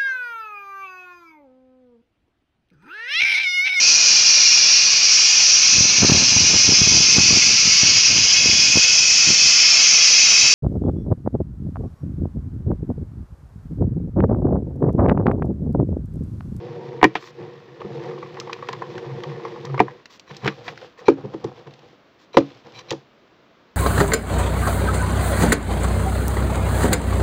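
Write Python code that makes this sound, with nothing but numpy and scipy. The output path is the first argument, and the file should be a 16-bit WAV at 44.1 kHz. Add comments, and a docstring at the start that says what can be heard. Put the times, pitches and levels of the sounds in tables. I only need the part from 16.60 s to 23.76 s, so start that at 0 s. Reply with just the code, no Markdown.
"""A hand-cranked die-cutting machine

The machine stands on a mat-covered table, close by in a small room. Its gear teeth drive the resonances
of the plastic housing while a stack of plates creaks through the rollers by stick-slip and snaps free.
The plates are slid out, set down and clapped apart: friction makes them hiss, and impact excites their
damped modes. The hardest clacks overload the microphone."""
import sys
import numpy as np
from scipy import signal
from scipy.fft import rfft, irfft, next_fast_len
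from scipy.io import wavfile
from scipy.ndimage import map_coordinates

SR = 44100
rng = np.random.default_rng(int(sys.argv[2]) if len(sys.argv) > 2 else 0)


def dump_mix(stems):
    """Bounce the given channels to the path in sys.argv[1] as a 16-bit WAV at rate SR."""
    frames = np.atleast_2d(stems).T  # one column per channel
    limited = np.clip(frames, -1, 1)  # hard clip at full scale
    pcm = np.round(limited * 32767).astype(np.int16)
    wavfile.write(sys.argv[1], SR, pcm)


N = 315756

# Modes of the feed tray and of one plate. Each row: frequency in Hz, level in dB, t60 in seconds.
TRAY_MODES = [(731, -3, 0.05), (778, -2.5, 0.0091), (885, 4, 0.016), (1014, 0, 0.03), (1110, -4, 0.021),
              (1240, -11.5, 0.039)]
PLATE_MODES = [(1526, -4.5, 0.024), (1708, -9.5, 0.044), (1850, -3, 0.032), (1943, -4, 0.04),
               (2050, -5, .035), (2290, -1.5, 0.018), (2370, -6, 0.045), (2664, -8.5, 0.015),
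               (3305, -18, .025)]
# Spectrum of a struck edge. Each row: frequency in Hz, relative density in dB.
EDGE_SPECTRUM = [(200, -19), (900, 2.5), (2200, 0.5), (3500, -1), (5200, -12), (7000, -19), (15000, -20.5)]
# Resonances of the squeezed plates. Each row: frequency in Hz, width in Hz, level in dB.
SQUEEZE_PEAKS = [(968, 360, -1.5), (1087, 160, 5), (1850, 250, -5.5), (2590, 140, -13.5)]
# The stack is pulled out, set down, settled and opened.
# Each row: start and length in seconds, hiss and rub levels in dB.
HAND_MOVES = [(3.68, 0.58, -51.5, -48.5), (4.39, 0.51, -58.5, -46.5), (4.936, 0.38, -59.5, -55),
              (5.755, 0.21, -53, -52), (6.027, 0.323, -56, -47.5)]
# The rollers grip the stack, then free it; the pressure takes a moment to build and to ease.
GRIP_S, FREE_S, GRIP_RISE_S, FREE_FALL_S = 1.22, 3.2, .25, .15


def amp(db):
    """Decibels as an amplitude ratio."""
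    return 10 ** (np.asarray(db) / 20)


def unit(x):
    """x scaled to rms 1."""
    return x / np.sqrt(np.mean(x ** 2) + 1e-20)


def along(points, hz):
    """Interpolation of (Hz, value) points on a logarithmic frequency axis."""
    f, v = np.transpose(points)
    return np.interp(np.log(hz + 1), np.log(f + 1), v)


def wobble(rate):
    """A smooth random curve with rate knots a second."""
    return map_coordinates(rng.standard_normal(int(N * rate / SR) + 4), [np.arange(N) * rate / SR])


def filtered(x, response):
    """Linear filtering: the spectrum of x times a complex frequency response."""
    m = next_fast_len(len(x) + 8192)
    return irfft(rfft(x, m) * response(np.fft.rfftfreq(m, 1 / SR)), m)[:len(x)]


def coloured(x, spectrum):
    """Spectral shaping of x by (Hz, dB) points, at rms 1."""
    return unit(filtered(x, lambda hz: amp(along(spectrum, hz))))


def resonate(x, peaks):
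    """Forced vibration, at rms 1; a small body radiates little below its lowest resonance."""
    def response(f):
        bank = sum((-1) ** k * amp(db) * 1j * f * width / (hz * hz - f * f + 1j * f * width)
                   for k, (hz, width, db) in enumerate(peaks))
        return bank * f * f / (f * f + peaks[0][0] ** 2)
    return unit(filtered(x, response))


def grains(rate, spread_db):
    """Shot noise: tiny impulses of random size, on average rate a second."""
    return (rng.random(N) < rate / SR) * rng.standard_normal(N) * amp(spread_db * rng.standard_normal(N))


def waver(hz, drift, flutter_db):
    """A tone of rms 1, modulated in frequency and amplitude by an unsteady hand."""
    phase = 2 * np.pi * np.cumsum(hz * (1 + drift * wobble(25))) / SR
    return unit(np.sin(phase) * amp(flutter_db * wobble(22)))


def held(start, end, rise=.024, fall=.13):
    """An envelope that rises from start, holds at 1 until end and then falls."""
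    t = np.arange(N) / SR
    return np.clip(np.minimum((t - start) / rise, 1 - (t - end) / fall), 0, 1)


def arch(start, length):
    """An envelope that swells and fades in one rounded arch."""
    progress = np.clip((np.arange(N) / SR - start) / length, 0, 1)
    return np.sqrt(np.abs(np.sin(np.pi * progress)))


def scattered(start, end, rate, db, spread_db):
    """Small events at log-normal intervals. Each row: time in seconds, level in dB."""
    gaps, sizes = rng.standard_normal((64, 2)).T
    times = start + np.cumsum(np.exp(gaps / 2)) / rate
    return [(s, db + spread_db * size) for s, size in zip(times, sizes) if s < end]


def ring(modes, attack, rattle):
    """Free vibration of damped modes, at peak 1; loose contact smears each mode into a band."""
    t = np.arange(SR // 4) / SR
    hz, db, t60 = np.transpose(modes)[:, :, None]
    size = amp(db + 1.5 * rng.standard_normal(hz.shape))
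    detune = 1 + .012 * rng.standard_normal(hz.shape)
    sign = np.where(np.arange(len(hz)) % 3 == 2, -1, 1)[:, None]
    fading = size * np.exp(-np.log(1000) * t / t60)
    clean = np.sum(sign * fading * np.sin(2 * np.pi * hz * detune * t), axis=0)
    smear = resonate(rng.standard_normal(len(t)), [(f, f / 5, level) for f, level, _ in modes])
    wave = clean + rattle * smear * np.sqrt(np.sum(fading ** 2, axis=0) / 2)
    wave *= 1 - np.exp(-t / attack)
    return wave / np.abs(wave).max()


def crack(spectrum, t60):
    """Modal overlap: the crowded high modes of a struck edge merge into decaying noise."""
    t = np.arange(SR // 4) / SR
    return coloured(rng.standard_normal(len(t)), spectrum) * np.exp(-np.log(1000) * t / t60) / 2


def add(track, s, hit, wet_db):
    """Reverberation: a hit is placed at time s together with its diffuse tail in the room."""
    # Decay of the room. 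Each row: frequency in Hz, t60 in seconds.
    room_decay = [(150, 0.14), (1000, 0.18), (4000, 0.3), (10000, 0.23)]
    hz, t, noise = signal.stft(rng.standard_normal(len(hit)), SR, nperseg=256)
    decay = np.exp(-np.log(1000) * t / along(room_decay, hz)[:, None])
    tail = signal.istft(noise * decay, SR, nperseg=256)[1]
    tail = np.pad(tail / np.linalg.norm(tail), (SR // 200, 0))  # 5 ms behind the direct sound
    heard = hit + amp(wet_db) * signal.fftconvolve(hit, tail)[:len(hit)]
    start = round(s * SR)
    track[start:start + len(hit)] += heard[:N - start]


def effort():
    """The driving effort at the crank in dB, per sample; none once the hand lets go."""
    # Effort as the gear rumble it makes. Each row: time in seconds, level in dB.
    crank = [(0.0, -38), (0.36, -37.5), (0.55, -49), (0.72, -54.5), (0.83, -36.5), (1.0, -51),
             (1.17, -47.5), (1.3, -37), (1.47, -32.5), (1.62, -43), (2.14, -43), (2.4, -37), (2.68, -37),
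             (3.17, -41), (3.33, -45), (3.43, -65.5)]
    s, db = np.transpose(crank)
    return np.interp(np.arange(N) / SR, s, db, right=-200)


def friction_gain(db, growth, grip_db):
    """Friction noise rises with load: by growth dB per dB of effort, and by grip_db in the rollers."""
    usual_effort_db = -35
    grip = held(GRIP_S, FREE_S, GRIP_RISE_S, FREE_FALL_S)
    return amp(db + growth * (effort() - usual_effort_db) + grip_db * grip)


def room_air():
    """The noise floor: the quiet room and the microphone's own hiss."""
    # Each row: frequency in Hz, relative density in dB.
    floor_spectrum = [(15, -49.5), (25, -18), (301, -1.5), (591, -4.5), (695, -3), (754, -10), (1040, -6.5),
                      (2220, -12), (3620, -14.5), (5200, -21), (7500, -26), (12000, -23.5), (16000, -15)]
    return amp(-54) * coloured(rng.standard_normal(N), floor_spectrum)


def gears():
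    """Forced vibration: gear teeth shake the housing, and its base booms on the table."""
    # Resonances of gearbox and base. Each row: frequency in Hz, width in Hz, level in dB.
    gearbox_peaks = [(210, 26, -12.5), (335.3, 11, 0), (374.8, 13, 1), (453.3, 25, 0.5), (476, 41, -1),
                     (571, 52, -14), (731, 60, -14), (951, 19, -12.5)]
    base_peaks = [(109, 23, 1.5), (139.7, 27, 9)]
    # Gear tones that sing through the housing. Each row: frequency in Hz, level in dB.
    gear_tones = [(355, -9), (482, -6.5), (875, -20.5)]
    rumble = resonate(grains(rate=1100, spread_db=1), gearbox_peaks)
    boom = amp(-5) * resonate(grains(rate=430, spread_db=-1), base_peaks)
    whine = sum(amp(db) * waver(hz, drift=.025, flutter_db=1) for hz, db in gear_tones)
    return amp(effort()) * (rumble + boom + whine)


def crunch():
    """Micro-slip: clumps of tiny slips excite the resonances of the squeezed plates."""
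    slips = grains(rate=1300, spread_db=3) * amp(2.5 * wobble(60))
    return friction_gain(-50, growth=.4, grip_db=2) * resonate(slips, SQUEEZE_PEAKS)


def sliding():
    """Sliding friction: plastic moved by roller or hand hisses and catches in tiny ticks."""
    # Each row: frequency in Hz, relative density in dB.
    hiss_spectrum = [(300, -34.5), (1000, -3), (2000, 2), (3500, 4), (5200, -2.5), (7000, -8),
                     (15000, -8.5)]
    gain = friction_gain(-54.5, growth=.2, grip_db=5.5)
    gain += sum(amp(db) * held(s, s + length) ** 2 for s, length, db, _ in HAND_MOVES)
    pressure = amp(1.5 * wobble(20))
    friction = unit(grains(rate=10000, spread_db=3))
    catches = amp(-11.5) * unit(grains(rate=20, spread_db=1))
    return pressure * gain * coloured(friction + catches, hiss_spectrum)


def clacks():
    """Impact excitation: plates snap against the machine, and once clap against each other; housing, tray and
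    plate ring, edges buzz."""
    # Each row: time in seconds, housing, tray, plate and edge levels in dB, edge t60 in seconds.
    impacts = [(0.4135, -31.5, -21.5, -20.5, -34.5, .034), (0.428, -4, 5, -8, -16.5, .015),
               (0.4403, -3, -0.5, 3.5, -10, 0.023), (0.4479, -3, -6, -7, -25, .025),
               (0.553, -22, -12, -14, -15, 0.088), (3.1932, -22.5, -25.5, -9.5, -21.5, .02),
               (3.201, -6.5, 3, -12, -15, 0.025), (3.8767, -16.5, -20, -12, -9, 0.05),
               (4.0797, -43, -24, -21, -17.5, 0.058), (5.770, -23.5, 0, -17.5, -6.5, 0.022)]
    # Each row: frequency in Hz, level in dB, t60 in seconds.
    housing_modes = [(128, -14, 0.18), (196, -4.5, 0.11), (247, -7.5, 0.036), (315, 3.5, .09),
                     (360, -7.5, 0.14), (440.4, 2.5, 0.097), (555, -13, 0.081)]
    track = np.zeros(N)
    for s, housing_db, tray_db, plate_db, edge_db, edge_t60 in impacts:
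        hit = amp(housing_db) * ring(housing_modes, attack=.0012, rattle=.22)
        hit += amp(tray_db) * ring(TRAY_MODES, attack=.0013, rattle=.21)
        hit += amp(plate_db) * ring(PLATE_MODES, attack=.001, rattle=.34)
        hit += amp(edge_db) * crack(EDGE_SPECTRUM, edge_t60)
        add(track, s, hit, wet_db=-32)
    return track


def strokes():
    """Friction on plastic: a light brush swishes, a pressed sheet squeaks, a dragged edge scrapes."""
    # Strokes of a hand or plate. Each row: start and length in seconds, swish, squeak and scrape in dB.
    gestures = [(.59, .125, -43, -67, -49), (3.496, .085, -46, -73, -51.5),
                (3.668, .066, -53, -50.5, -46.5), (3.816, .12, -52, -49, -37),
                (4.036, .09, -44.5, -60, -44), (4.375, .042, -47.5, -68.5, -45),
                (4.454, .028, -52, -40, -45), (5.584, .08, -55, -80, -64), (5.729, .04, -48.5, -44, -47),
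                (6.136, .085, -49, -44, -47.5), (6.283, .043, -54, -42.5, -49)]
    # Each row: frequency in Hz, relative density in dB.
    swish_spectrum = [(400, -25.5), (1500, -8.5), (3500, 4.5), (7000, 0.5), (15000, -0.5)]
    # Resonances of the sheet. Each row: frequency in Hz, width in Hz, level in dB.
    sheet_peaks = [(2360, 70, 3.5), (3120, 150, -6.5), (3990, 120, -1.5), (5840, 130, -9.5)]
    swish = coloured(grains(rate=8000, spread_db=2.5), swish_spectrum)
    squeak = resonate(grains(rate=2500, spread_db=4), sheet_peaks)
    scrape = resonate(grains(rate=1200, spread_db=3), SQUEEZE_PEAKS)
    return sum(arch(s, length) * (amp(swish_db) * swish + amp(squeak_db) * squeak + amp(scrape_db) * scrape)
               for s, length, swish_db, squeak_db, scrape_db in gestures)


def landing(hit, spread, count=4):
    """Superposition: loose plates touch in turn within spread seconds, the later ones mostly harder."""
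    order = np.arange(count)
    delays = (order + rng.random(count)) / count * spread
    sizes = (order + 1) * np.exp(rng.standard_normal(count) / 2)
    touches = sum(size * np.pad(hit, (round(delay * SR), 0))[:len(hit)]
                  for delay, size in zip(delays, sizes))
    return touches * np.linalg.norm(hit) / np.linalg.norm(touches)


def knocks():
    """Impact bandwidth: stack and table thud; harder contact reaches the high modes of tray and edges."""
    # Each row: time in seconds, knock and thump levels in dB, brightness in dB per step from stack
    # to tray to edge, landing time in seconds.
    bumps = [(1.201, -31, -53, -1.5, 0.0075), (1.241, -24, -31, -9.5, 0.0083), (3.7, -38, -35, 5, .012),
             (3.823, -30, -24, 0, .02), (3.853, -18, -27, 0.5, 0.0059), (4.085, -48, -38, 6, .01),
             (4.213, -53.5, -58, 12, 0.0042), (4.481, 2, -30.5, -5.5, 0.002914),
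             (4.513, -21, -33.5, -17, 0.0046), (4.568, -29, -40, -7.5, .018),
             (4.628, -22.5, -27.5, -9, 0.023), (4.732, -20, -35.5, -7, 0.011),
             (4.835, -16, -28.5, -8.5, .012), (5.056, -32.5, -36.5, -1, .02),
             (5.742, -23.5, -50.5, -2.5, 0.0039), (5.7693, 1.5, -22, -4.5, 0.0022),
             (5.796, -22.5, -30.5, -4.5, 0.0095), (6.308, -18, -32, -2, .006),
             (6.325, -19.5, -47, -5, 0.0071)]
    # Each row: frequency in Hz, level in dB, t60 in seconds.
    table_modes = [(126, -9, 0.14), (140.4, -7, 0.22), (203, -11.5, 0.19)]
    stack_modes = [(276.8, -14.5, 0.21), (326.7, -4.5, 0.13), (367, 3, 0.048), (430.5, 3.5, 0.051),
                   (469, -4.5, 0.093), (545, -8.5, 0.084)]
    track = np.zeros(N)
    for s, knock_db, thump_db, bright_db, spread in bumps:
        thump = amp(thump_db) * ring(table_modes, attack=.0079, rattle=.22)
        stack = amp(knock_db) * ring(stack_modes, attack=.0023, rattle=.26)
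        tray = amp(knock_db + bright_db - .5) * ring(TRAY_MODES, attack=.00036, rattle=.75)
        edge = crack(EDGE_SPECTRUM, t60=.024) + amp(-9) * ring(PLATE_MODES, attack=.0014, rattle=.75)
        edge *= amp(knock_db + 2 * bright_db)
        add(track, s, sum(landing(part, spread) for part in (thump, stack, tray, edge)), wet_db=-21.5)
    return track


def creaks():
    """Stick-slip under the rollers: each slip starts at another spot of the plate, so its pitch varies."""
    # Each row: time in seconds, peak level in dB.
    loud_slips = [(1.2161, -24.5), (1.6281, -24), (1.7705, -24.5), (1.873, -26.5), (1.8957, -22),
                  (2.025, -22), (2.0889, -16), (2.1321, -20), (2.2205, -17), (2.6393, -24.5),
                  (2.8506, -19.5), (2.9607, -27.5), (3.1433, -19.5), (3.178, -16), (3.2815, -22.5)]
    # Each row: frequency in Hz, level in dB, t60 in seconds.
    creak_modes = [(476.7, -11.5, 0.054), (854, -8, 0.027), (982, -19, 0.041), (1081, 1, 0.02),
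                   (1162, 0, 0.0031), (1250, -22.5, 0.004), (1900, -6.5, 0.0049)]
    lesser_slips = scattered(GRIP_S + GRIP_RISE_S, FREE_S, rate=27, db=-34, spread_db=2.5)
    track = np.zeros(N)
    for s, db in loud_slips + lesser_slips:
        detune = np.exp(.053 * rng.standard_normal())
        modes = [(hz * detune, level, t60) for hz, level, t60 in creak_modes]
        add(track, s, amp(db) * ring(modes, attack=.0014, rattle=.41), wet_db=-10.5)
    return track


def judder():
    """Vibration under load: the rollers shake in short fits at one low, wavering pitch."""
    # Each row: start and length in seconds, level in dB.
    fits = [(1.32, 0.11, -40.5), (2.458, 0.17, -36), (2.663, 0.086, -33.5), (3.06, 0.12, -29)]
    envelope = sum(amp(db) * arch(s, length) for s, length, db in fits)
    return envelope * waver(hz=139, drift=.03, flutter_db=3)


def clicks():
    """Broadband transients: the die and plate edges click, with faint ticks as the stack is handled."""
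    # Each row: time in seconds, level in dB, spectral peak in Hz.
    sharp = [(1.8, -16.5, 4400), (1.9305, -17.5, 2350), (2.0876, -17, 1850), (2.1296, -20, 2430),
             (2.38, -25, 1720), (2.6359, -22.5, 1880), (3.052, -24, 4400), (3.457, -28, 3000),
             (3.5965, -28, 4630), (3.767, -24, 5040), (3.8468, -20.5, 1770), (3.8655, -16, 1710),
             (4.176, -28, 1850), (4.499, -26, 2500), (4.843, -28, 3800), (5.138, -36.5, 2960),
             (5.7826, -15.5, 2510), (6.191, -25, 3900), (6.3065, -9, 3730), (6.3236, -21.5, 3180)]
    faint = [(s, db, 2820) for start, length, *_ in HAND_MOVES
             for s, db in scattered(start, start + length, rate=8.7, db=-41.5, spread_db=.5)]
    track = np.zeros(N)
    for s, db, hz in sharp + faint:
        spectrum = [(hz / 6, -22), (hz / 2, -6), (hz, 0), (hz * 2, -6), (hz * 4, -15)]
        add(track, s, amp(db + 1.67) * crack(spectrum, t60=.025), wet_db=-18)
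    return track


def dragging():
    """Friction-driven resonance: dragging shakes the plates, and their chatter makes the tray hum."""
    # Resonances of plates and tray. Each row: frequency in Hz, width in Hz, level in dB.
    rub_peaks = [(122, 25, 6), (346, 24, 1.5), (487.5, 32, 3.5), (780, 61, -3), (1010, 240, -10.5),
                 (1850, 130, -23)]
    tray_peaks = [(482, 22, 0)]
    # Each row: start and length in seconds, level in dB.
    chatter_fits = [(3.969, 0.062, -44.5), (4.078, 0.066, -39), (4.211, 0.045, -39.5), (4.385, 0.046, -42)]
    drag = sum(amp(db) * held(s, s + length) ** 2 for s, length, _, db in HAND_MOVES)
    chatter = sum(amp(db) * arch(s, length) for s, length, db in chatter_fits)
    rub = amp(2.3 * wobble(25)) * drag * resonate(grains(rate=1200, spread_db=2), rub_peaks)
    hum = chatter * resonate(grains(rate=900, spread_db=3.5), tray_peaks)
    return rub + hum


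def scene():
    """Superposition of all sources in one channel."""
    return (room_air() + gears() + crunch() + sliding() + clacks() + strokes() + knocks()
            + creaks() + judder() + clicks() + dragging())[None]


def record(dry):
    """Soft saturation: a dull microphone with a bass cut overloads, and a band limit follows."""
    # Microphone response. Each row: frequency in Hz, gain in dB.
    mic_response = [(20, 6), (5500, -3), (7000, -9.5), (7900, -17.5), (8800, -36.5), (11500, -44),
                    (13500, -19.5), (16000, -31)]
    low_cut_hz, top_hz = 34, 16200
    heard = filtered(dry[0], lambda hz: amp(along(mic_response, hz)) * (hz / (hz - 1j * low_cut_hz)) ** 2)
    clipped = heard / (1 + np.abs(heard) ** 8) ** (1 / 8)
    return filtered(clipped, lambda hz: hz < top_hz)[None]


dry = scene()
out = record(dry)
dump_mix(out)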